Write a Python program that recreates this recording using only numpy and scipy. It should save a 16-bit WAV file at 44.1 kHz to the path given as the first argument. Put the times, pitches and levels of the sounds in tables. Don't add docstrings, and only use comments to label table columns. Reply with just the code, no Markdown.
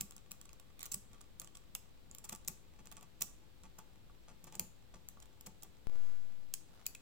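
import sys
import numpy as np
from scipy import signal
from scipy.fft import rfft, irfft
from scipy.io import wavfile
from scipy.ndimage import uniform_filter1d

SR = 44100
rng = np.random.default_rng(int(sys.argv[2]) if len(sys.argv) > 2 else 0)


def generate_wav(signal):
    frames = np.transpose(np.atleast_2d(signal))
    scaled = np.clip(frames, -1, 1) * 32767
    pcm = np.round(scaled).astype(np.int16)
    wavfile.write(sys.argv[1], SR, pcm)


N = 309141
TIME = np.arange(N) / SR
IMPULSE = np.sqrt(SR / 1000)


def undb(db):
    return 10 ** (np.asarray(db) / 20)


def curve(rows):
    return np.interp(TIME, *np.transpose(rows))


def at_hz(rows, hz):
    points, values = np.transpose(rows)
    return np.interp(np.log(hz + 1), np.log(points), values)


def unit(x):
    return x / np.sqrt(np.mean(x ** 2))


def decay(t, t60):
    return np.exp(-np.log(1000) * t / t60)


def colour(x, rows):
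    return irfft(rfft(x) * undb(at_hz(rows, np.fft.rfftfreq(N, 1 / SR))), N)


def add(track, s, sound):
    start = int(round(s * SR))
    a, b = max(start, 0), min(start + sound.shape[-1], N)
    track[..., a:b] += sound[..., a - start:b - start]


def stereo_noise(correlation):
    common = np.sqrt(correlation) * rng.standard_normal(N)
    return common + np.sqrt(1 - correlation) * rng.standard_normal((2, N))


# (frequency [Hz], relative density [dB])
AIR_SPECTRUM = [(15, -20.5), (25, 0), (439, -22.5), (516, -25.5), (1080, -32), (1790, -34), (3920, -33),
                (6560, -43), (7310, -38), (10100, -47), (11600, -43), (16000, -42.5)]
def room_tone(air_db=-60.5, fan_hz=512, fan_db=-84, rumble_db=-3):
    air = unit(colour(stereo_noise(0.069), AIR_SPECTRUM)) * undb(air_db)
    rumble = signal.sosfiltfilt(signal.butter(2, 70, fs=SR, output="sos"), air)
    swell, waver = (unit(uniform_filter1d(rng.standard_normal(N), size=4000)) for _ in range(2))
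    fan = undb(fan_db) * unit(np.sin(2 * np.pi * np.cumsum(fan_hz + 3 * waver) / SR))
    hiss = air - rumble
    return hiss + rumble * undb(rumble_db + 2 * swell) + fan


# (frequency [Hz], t60 [s])
ROOM_DECAY = [(200, 0.7), (1400, 0.42), (4000, 0.32), (7500, 0.37), (11000, 0.3), (15500, 0.19)]
def reverberation(x, wet_db=-12, wall_s=0.00982, wall_gain=3.2, build_s=0.00029):
    t = TIME[:SR // 2]
    hz = np.fft.rfftfreq(len(t), 1 / SR)
    centres, t60s = np.transpose(ROOM_DECAY)
    noise, tail = rfft(rng.standard_normal((2, len(t)))), 0
    for t60, pick in zip(t60s, np.eye(len(t60s))):
        band = at_hz(np.column_stack([centres, pick]), hz)
        tail = tail + irfft(noise * band, len(t)) * decay(t, t60)
    wall = 1 + wall_gain * np.exp(-((t - wall_s) / 0.00033) ** 2)
    tail = tail * (1 - np.exp(-t / build_s)) * wall
    return undb(wet_db) * signal.fftconvolve(x, tail / np.sqrt(np.sum(tail ** 2) / 2), axes=1)[:, :N]


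# (time [s], level [dB])
RUSTLE_ENVELOPE = [(5.88, -82), (5.93, -66.5), (6.07, -63.5), (6.2, -69.5), (6.4, -76), (6.55, -89)]
# (frequency [Hz], relative level [dB])
RUSTLE_SPECTRUM = [(300, -8), (900, -3.5), (1300, -1), (2200, -7), (4000, -11), (7500, -12.5),
                   (10000, -22.5), (16000, -22)]
def rustle(bump_s=5.917, bump_hz=520, bump_db=-63, bump_decay_s=0.073):
    resonance = [(bump_hz / 2, -22), (bump_hz, 0), (bump_hz * 2, -14), (4000, -45)]
    hollow = unit(colour(stereo_noise(0.93), resonance))
    bump = hollow * undb(bump_db) * (TIME > bump_s) * np.exp(-np.abs(TIME - bump_s) / bump_decay_s)
    return bump + undb(curve(RUSTLE_ENVELOPE)) * unit(colour(stereo_noise(0.18), RUSTLE_SPECTRUM))


# (time [s], step [full scale])
OFFSET_STEPS = [(5.8705, .034), (5.8971, -.012), (5.957, -.011)]
# (time [s], offset [full scale])
OFFSET_DRIFT = [(5.87, 0.0014), (5.9, 0.015), (5.955, 0.039), (6.0, 0.062), (6.1, 0.046), (6.3, 0.019),
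                (6.65, 0.0013)]
def electrical_pop(leak_s=.15):
    steps = sum(step * (TIME >= s) * np.exp(-np.abs(TIME - s) / leak_s) for s, step in OFFSET_STEPS)
    swell = uniform_filter1d(curve(OFFSET_DRIFT), size=1500)
    return np.array([steps + swell, np.zeros(N)])


# (time [s], level [dB])
ROLL_ENVELOPE = [(6.66, -85), (6.73, -67), (6.76, -68.5), (6.82, -68.5), (6.93, -74.5)]
# (frequency [Hz], relative level [dB])
ROLL_SPECTRUM = [(250, -18), (700, 1.5), (1500, -2), (2500, -9), (4200, -7.5), (16000, -20)]
def rolling(slips_per_s=900):
    slips = stereo_noise(0.38) * (rng.random(N) < slips_per_s / SR)
    return undb(curve(ROLL_ENVELOPE)) * unit(colour(slips, ROLL_SPECTRUM))


def ring(force, modes, phase_rad, tilt_db=0, split_hz=1050, grip_detune=.008):
    out, total = 0, np.sqrt(sum(undb(db) ** 2 for _, db, _ in modes))
    knots = np.linspace(0, TIME[-1], 60)
    for hz, db, t60 in modes:
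        spot_db = np.interp(TIME, knots, rng.uniform(-3, 2, 60))
        spot_db += (tilt_db if hz < split_hz else -tilt_db) / 2
        detune = np.interp(TIME, knots, grip_detune * rng.standard_normal(60))
        bend = np.exp(2j * np.pi * np.cumsum(hz * detune) / SR)
        pole = np.exp((2j * np.pi * hz - np.log(1000) / t60) / SR)
        drive = force * undb(spot_db) / bend + 1e-18
        swing = bend * signal.lfilter([np.sqrt(2 * (1 - abs(pole) ** 2))], [1, -pole], drive)
        phase = phase_rad * rng.choice([-1, 1]) * np.array([[1], [-1]])
        out = out + undb(db) / total * np.imag(swing * np.exp(1j * phase))
    return out


# (frequency [Hz], relative level [dB], t60 [s])
TABLE_MODES = [(130, -12, .05), (168, -3, .1), (195, 1, .11), (240, -7, .05), (355, -8, .07),
               (470, -13, .03)]
def table_top(force, phase_rad):
    return ring(force, TABLE_MODES, phase_rad)


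# (frequency [Hz], relative level [dB], t60 [s])
SHELL_MODES = [(630, -13, .03), (765, -5, .07), (870, -1.5, .075), (990, -7, .04), (1147, 0, .065),
               (1235, -7, .04), (1408, -7, .04), (2680, -8, .02), (3370, -8, .015)]
# (time [s], low minus high modes [dB])
SHELL_TILT = [(0, -6), (1.8, -6.5), (3, 0), (4.4, 5.5), (5.2, 2)]
def sculpture(force, phase_rad, tilt_db=None):
    return ring(force, SHELL_MODES, phase_rad, curve(SHELL_TILT) if tilt_db is None else tilt_db)


# (time [s], level before cushioning [dB])
SHELL_KNOCKS = [(1.755, -55), (2.484, -52), (3.79, -49), (4.098, -56.5), (5.172, -52.5)]
def knocks():
    force = np.zeros(N)
    for s, db in SHELL_KNOCKS:
        add(force, s, undb([db]) * IMPULSE)
    cushioned = uniform_filter1d(force, size=12)
    return sculpture(cushioned, phase_rad=0.26, tilt_db=-8)


def pressure(ease_s, grip_s=0.00039):
    t = TIME[:SR // 3]
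    return (1 - np.exp(-t / grip_s)) * np.exp(-(t / ease_s) ** 2)


# (time [s], relative force on the sculpture [dB], relative force on the table [dB])
FINGER_NUDGES = [(0.009, -60, -55.5), (0.312, -67.5, -62.5), (0.853, -57, -67), (0.944, -70, -55),
                 (1.1, -82, -64.5), (1.135, -60.5, -69), (1.399, -66.5, -60), (1.418, -56.5, -77),
                 (1.751, -61.5, -69), (2.242, -54.5, -63.5), (2.296, -56.5, -63), (2.324, -49.5, -57.5),
                 (2.482, -55.5, -55.5), (2.788, -57, -62), (2.855, -60.5, -65.5), (2.919, -56, -64),
                 (2.97, -56.5, -64), (3.021, -57, -66), (3.21, -49, -57), (3.637, -55, -64),
                 (3.783, -52.5, -66), (4.279, -57, -69), (4.305, -61, -64), (4.438, -61, -61),
                 (4.471, -54.5, -61), (4.525, -54, -63), (4.548, -59.5, -55.5), (4.594, -52.5, -50),
                 (4.938, -51, -59), (5.464, -55.5, -57), (5.628, -56, -60.5)]
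# (frequency [Hz], relative level [dB])
GRIT_SPECTRUM = [(500, -84), (1500, 19), (3300, 11), (5000, 12.5), (7500, 17), (10000, 9), (16000, -37)]
def fingers(slips_per_s=1200, press_db=-6, touch_db=-3, touch_delay_s=0.00091, creak_db=-83):
    press, weight, touches = np.zeros((3, N))
    for s, shell_db, table_db in FINGER_NUDGES:
        add(press, s, pressure(ease_s=0.025) * undb(shell_db + press_db))
        add(weight, s, pressure(ease_s=0.041) * undb(table_db))
        add(touches, s + touch_delay_s, undb([shell_db + touch_db]) * IMPULSE)
    slips = unit(rng.standard_normal(N) * (rng.random(N) < slips_per_s / SR))
    resting_creak = undb(creak_db) * unit(rng.standard_normal(N) * (rng.random(N) < 60 / SR))
    force = press * slips + resting_creak
    panned = force * rng.uniform(.3, 1, (2, N))
    grit = unit(colour(panned, GRIT_SPECTRUM)) * np.std(force) * undb(-1)
    hollow = undb(-1) * sculpture(force + touches, phase_rad=0.41)
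    thud = undb(-3) * table_top(weight * rng.standard_normal(N), phase_rad=0.13)
    return grit + hollow + thud


# (time [s], frequency [Hz], peak level [dB], t60 [s])
CHAIN_PINGS = [(0.01, 2630, -45, 0.024), (1.754, 2730, -40.5, 0.013), (6.539, 2430, -48.5, 0.006),
               (6.8657, 4700, -34.5, 0.0076), (6.8673, 2530, -43, 0.021), (6.9524, 2550, -45, 0.022)]
def pings():
    out, t = np.zeros((2, N)), TIME[:SR // 10]
    for s, hz, db, t60 in CHAIN_PINGS:
        add(out, s, undb(db) * decay(t, t60) * np.sin(2 * np.pi * hz * t))
    return out


# (frequency [Hz], relative level [dB])
STEEL_SPECTRUM = [(300, -44), (1000, -21.5), (2000, -20.5), (2750, -13.5), (3900, -14.5), (5200, -2),
                  (6400, 1.5), (7600, 6.5), (8800, -4.5), (9800, -1), (12000, -14.5), (15200, -5),
                  (16500, -28)]
def steel_db(hz):
    return at_hz(STEEL_SPECTRUM, hz)


def shimmer(db, count=200, uneven_db=7, t60=0.071):
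    t = TIME[:SR // 6]
    hz, phase = rng.uniform(4500, 16000, (count, 1)), rng.uniform(0, 2 * np.pi, (2, count, 1))
    share = undb(steel_db(hz) / 2 + uneven_db * np.minimum(rng.standard_normal((count, 1)), 1))
    sound = np.sum(share * np.sin(2 * np.pi * hz * t + phase), axis=1) * decay(t, t60)
    return sound / np.sqrt(np.sum(sound ** 2) / 2) * IMPULSE * undb(db)


def snap(db, spread_s, pan_db, clack_db, sparkle_db, chain_s=0.00061, size=2048):
    t, hz = (np.arange(size) - size // 2) / SR, np.fft.rfftfreq(size, 1 / SR)
    run = np.exp(-.5 * (t / spread_s) ** 2)
    rattle = undb(-20) * np.exp(-np.abs(t) / np.where(t > 0, .0035, .0015))
    strengths = rng.choice([-1, 1], size) * undb(7.5 * (rng.standard_normal(size) - 0.5))
    is_contact = rng.random(size) < 0.089
    contacts = strengths * is_contact * (run + rattle) + 0.97 * (t == 0)
    chain = rng.standard_normal((2, size)) * np.exp(-np.arange(size) / SR / chain_s)
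    spectrum = rfft(np.roll(contacts, -8)) * rfft(chain)
    ripple = spectrum / np.sqrt(uniform_filter1d(np.abs(spectrum) ** 2, size=80, axis=1))
    detune = np.exp(0.018 * rng.standard_normal())
    spectrum = ripple * undb(steel_db(hz * detune))
    clack, sparkle = np.interp(hz, [3700, 4700], [1, 0]), np.interp(hz, [10000, 12000], [0, 1])
    sound = 0
    for band, band_db in ((clack, clack_db), (1 - clack - sparkle, 0), (sparkle, sparkle_db)):
        part = irfft(spectrum * band)
        sound = sound + undb(band_db) * part / np.sqrt(np.sum(part ** 2, axis=1, keepdims=True))
    return sound * IMPULSE * undb(db + np.array([[pan_db], [-pan_db]]) / 2)


# (time [s], left minus right [dB])
HANDS_PAN = [(0, -2.5), (2.5, -2.5), (5.5, -1), (6.5, -4.5), (6.9, -2)]
# (time [s], mid-band level [dB], spread of the contacts [s],
# low clack re mid band [dB], high sparkle re mid band [dB])
BALL_SNAPS = [(0.0098, -30.5, 0.00011, -11.5, -4), (0.0111, -35.5, 0.00014, -11, 5),
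              (0.1093, -46, 0.00026, -12, -8), (0.1222, -55.5, 0.00026, -1.5, -3),
              (0.1656, -46.5, 0.00015, -21, -5), (0.1809, -53, 0.00015, -2, -22),
              (0.311, -48, 0.00087, -6, -1), (0.3177, -39, 0.00062, -7.5, 0),
              (0.414, -47, 0.00044, -7.5, -6), (0.4557, -52.5, 0.0026, -8, -9),
              (0.4926, -54, 0.00026, -1, -15), (0.5313, -51.5, 0.00028, -11.5, -4),
              (0.5988, -53.5, 0.001, -3, -4), (0.7935, -51, 0.00095, 0.5, 2),
              (0.8064, -43.5, 0.0036, -7, -10), (0.8169, -50, 0.001, 2, -12), (0.83, -40, 0.00058, -5, 4),
              (0.8436, -46, 0.0049, -2, -9), (0.8568, -46, 0.0003, -11, 1), (0.8624, -40.5, 0.0054, -7, -1),
              (0.9206, -31, 0.0025, -14, -4), (0.925, -39, 0.0024, -11.5, -5),
              (0.9367, -40, 0.0011, -18, -10), (0.943, -32.5, 0.0015, -13, -3),
              (0.9449, -31.5, 0.00036, -16.5, -2), (1.1329, -56, 0.00068, -5, -9),
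              (1.21, -56, 0.00087, -2, -4), (1.214, -48.5, 0.00041, -13.5, -12),
              (1.3988, -36, 0.00031, -14, -7), (1.4173, -47, 0.00058, -7, 1),
              (1.4463, -48.0, 0.00024, -18, -10), (1.4747, -51, 0.0003, -1.5, -15),
              (1.5536, -46.5, 0.0023, -6, -8), (1.572, -47, 0.0012, -9.5, -8),
              (1.751, -33, 0.00047, -8.5, 1.5), (2.1131, -44.5, 0.00029, -28, -14),
              (2.1498, -46, 0.00049, -7, 0.5), (2.1847, -43.5, 0.00027, -14.5, -5),
              (2.2432, -43.5, 0.0013, -13, -5), (2.2512, -43.5, 0.0033, -12, -4),
              (2.2915, -44, 0.0007, -12, -6), (2.2952, -37.5, 0.00037, -8, -1),
              (2.325, -40.5, 0.0025, -8, -2), (2.3293, -39.5, 0.00063, -15, -14),
              (2.35, -42, 0.00076, -19, -9), (2.36, -50, 0.001, -11, -3), (2.4492, -55, 0.00077, -5, -8),
              (2.4777, -31, 0.00018, -19, -8), (2.4833, -30, 0.00068, -11, 0.5),
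              (2.8573, -55, 0.00077, -10, 0), (2.8717, -48, 0.00034, -8, -15),
              (2.9165, -50.5, 0.00077, -5, 1), (2.9243, -48.5, 0.00024, -5, -1),
              (2.969, -47, 0.00031, -8, -14), (3.011, -56, 0.00074, -5, -5), (3.029, -54, 0.00023, -9, -2),
              (3.2093, -39.5, 0.0023, -8, 3), (3.219, -28, 0.0003, -11, -14),
              (3.2222, -26, 0.00048, -15, 0.5), (3.6357, -55, 0.0002, -8, -7),
              (3.788, -47, 0.0018, -21, -1), (4.4425, -50.5, 0.00041, -14, 2),
              (4.4703, -56, 0.00044, -11, -1), (4.5246, -50, 0.00024, -7, -9),
              (4.5448, -59, 0.00021, 6, -5), (4.5539, -41, 0.00015, -12, -5),
              (4.5964, -27, 0.00057, -10.5, 0), (5.0875, -42, 0.00025, -12.5, 2.5),
              (5.2022, -52.5, 0.00029, -13, -9), (5.2262, -52, 0.0024, -3, -10),
              (5.2575, -61, 0.00082, -4, -1), (5.4103, -49.5, 0.00017, -6, 1),
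              (5.4632, -46, 0.0012, -8, -15), (5.4665, -45, 0.00015, -14, -5),
              (5.4703, -46, 0.00044, -6, -1), (5.624, -49.5, 0.00044, -11, -14),
              (5.6333, -43.5, 0.0014, -11.5, 0), (6.5394, -28.5, 0.00028, -11.5, -4),
              (6.8582, -55, 0.00034, 5, -5), (6.8657, -30.5, 0.00066, -16, 3),
              (6.9503, -43, 0.0015, -7, -7)]
def snaps(typical_db=-40, shimmer_db=-16.5, kick_db=-59, thud_db=-25, held_from_s=5.8705):
    out, kicks, thuds = np.zeros((2, N)), np.zeros(N), np.zeros(N)
    pans_db = np.interp([row[0] for row in BALL_SNAPS], *np.transpose(HANDS_PAN))
    pans_db += 2.5 * rng.standard_normal(len(BALL_SNAPS))
    for (s, db, spread_s, clack_db, sparkle_db), pan_db in zip(BALL_SNAPS, pans_db):
        click = snap(db, spread_s, pan_db, clack_db, sparkle_db)
        add(out, s - click.shape[1] / 2 / SR, click)
        held_db = -12 * (s > held_from_s)
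        if db > typical_db:
            add(out, s, shimmer(db + held_db + shimmer_db))
        add(kicks, s, undb([kick_db + 0.057 * (db - typical_db) + held_db]) * IMPULSE)
        add(thuds, s, undb([db + thud_db + held_db]) * IMPULSE)
    return out + sculpture(kicks, phase_rad=0.65) + table_top(thuds, phase_rad=0.096)


def scene():
    direct = snaps() + pings() + knocks() + fingers() + rolling()
    direct[0] = np.roll(direct[0], 2)
    return direct + reverberation(direct) + electrical_pop() + rustle() + room_tone()


def record(dry, ceiling=.15, cutoff_hz=16200):
    lowpass = signal.ellip(10, .2, 75, cutoff_hz, fs=SR, output="sos")
    return signal.sosfilt(lowpass, ceiling * np.tanh(dry / ceiling))


dry = scene()
out = record(dry)
generate_wav(out)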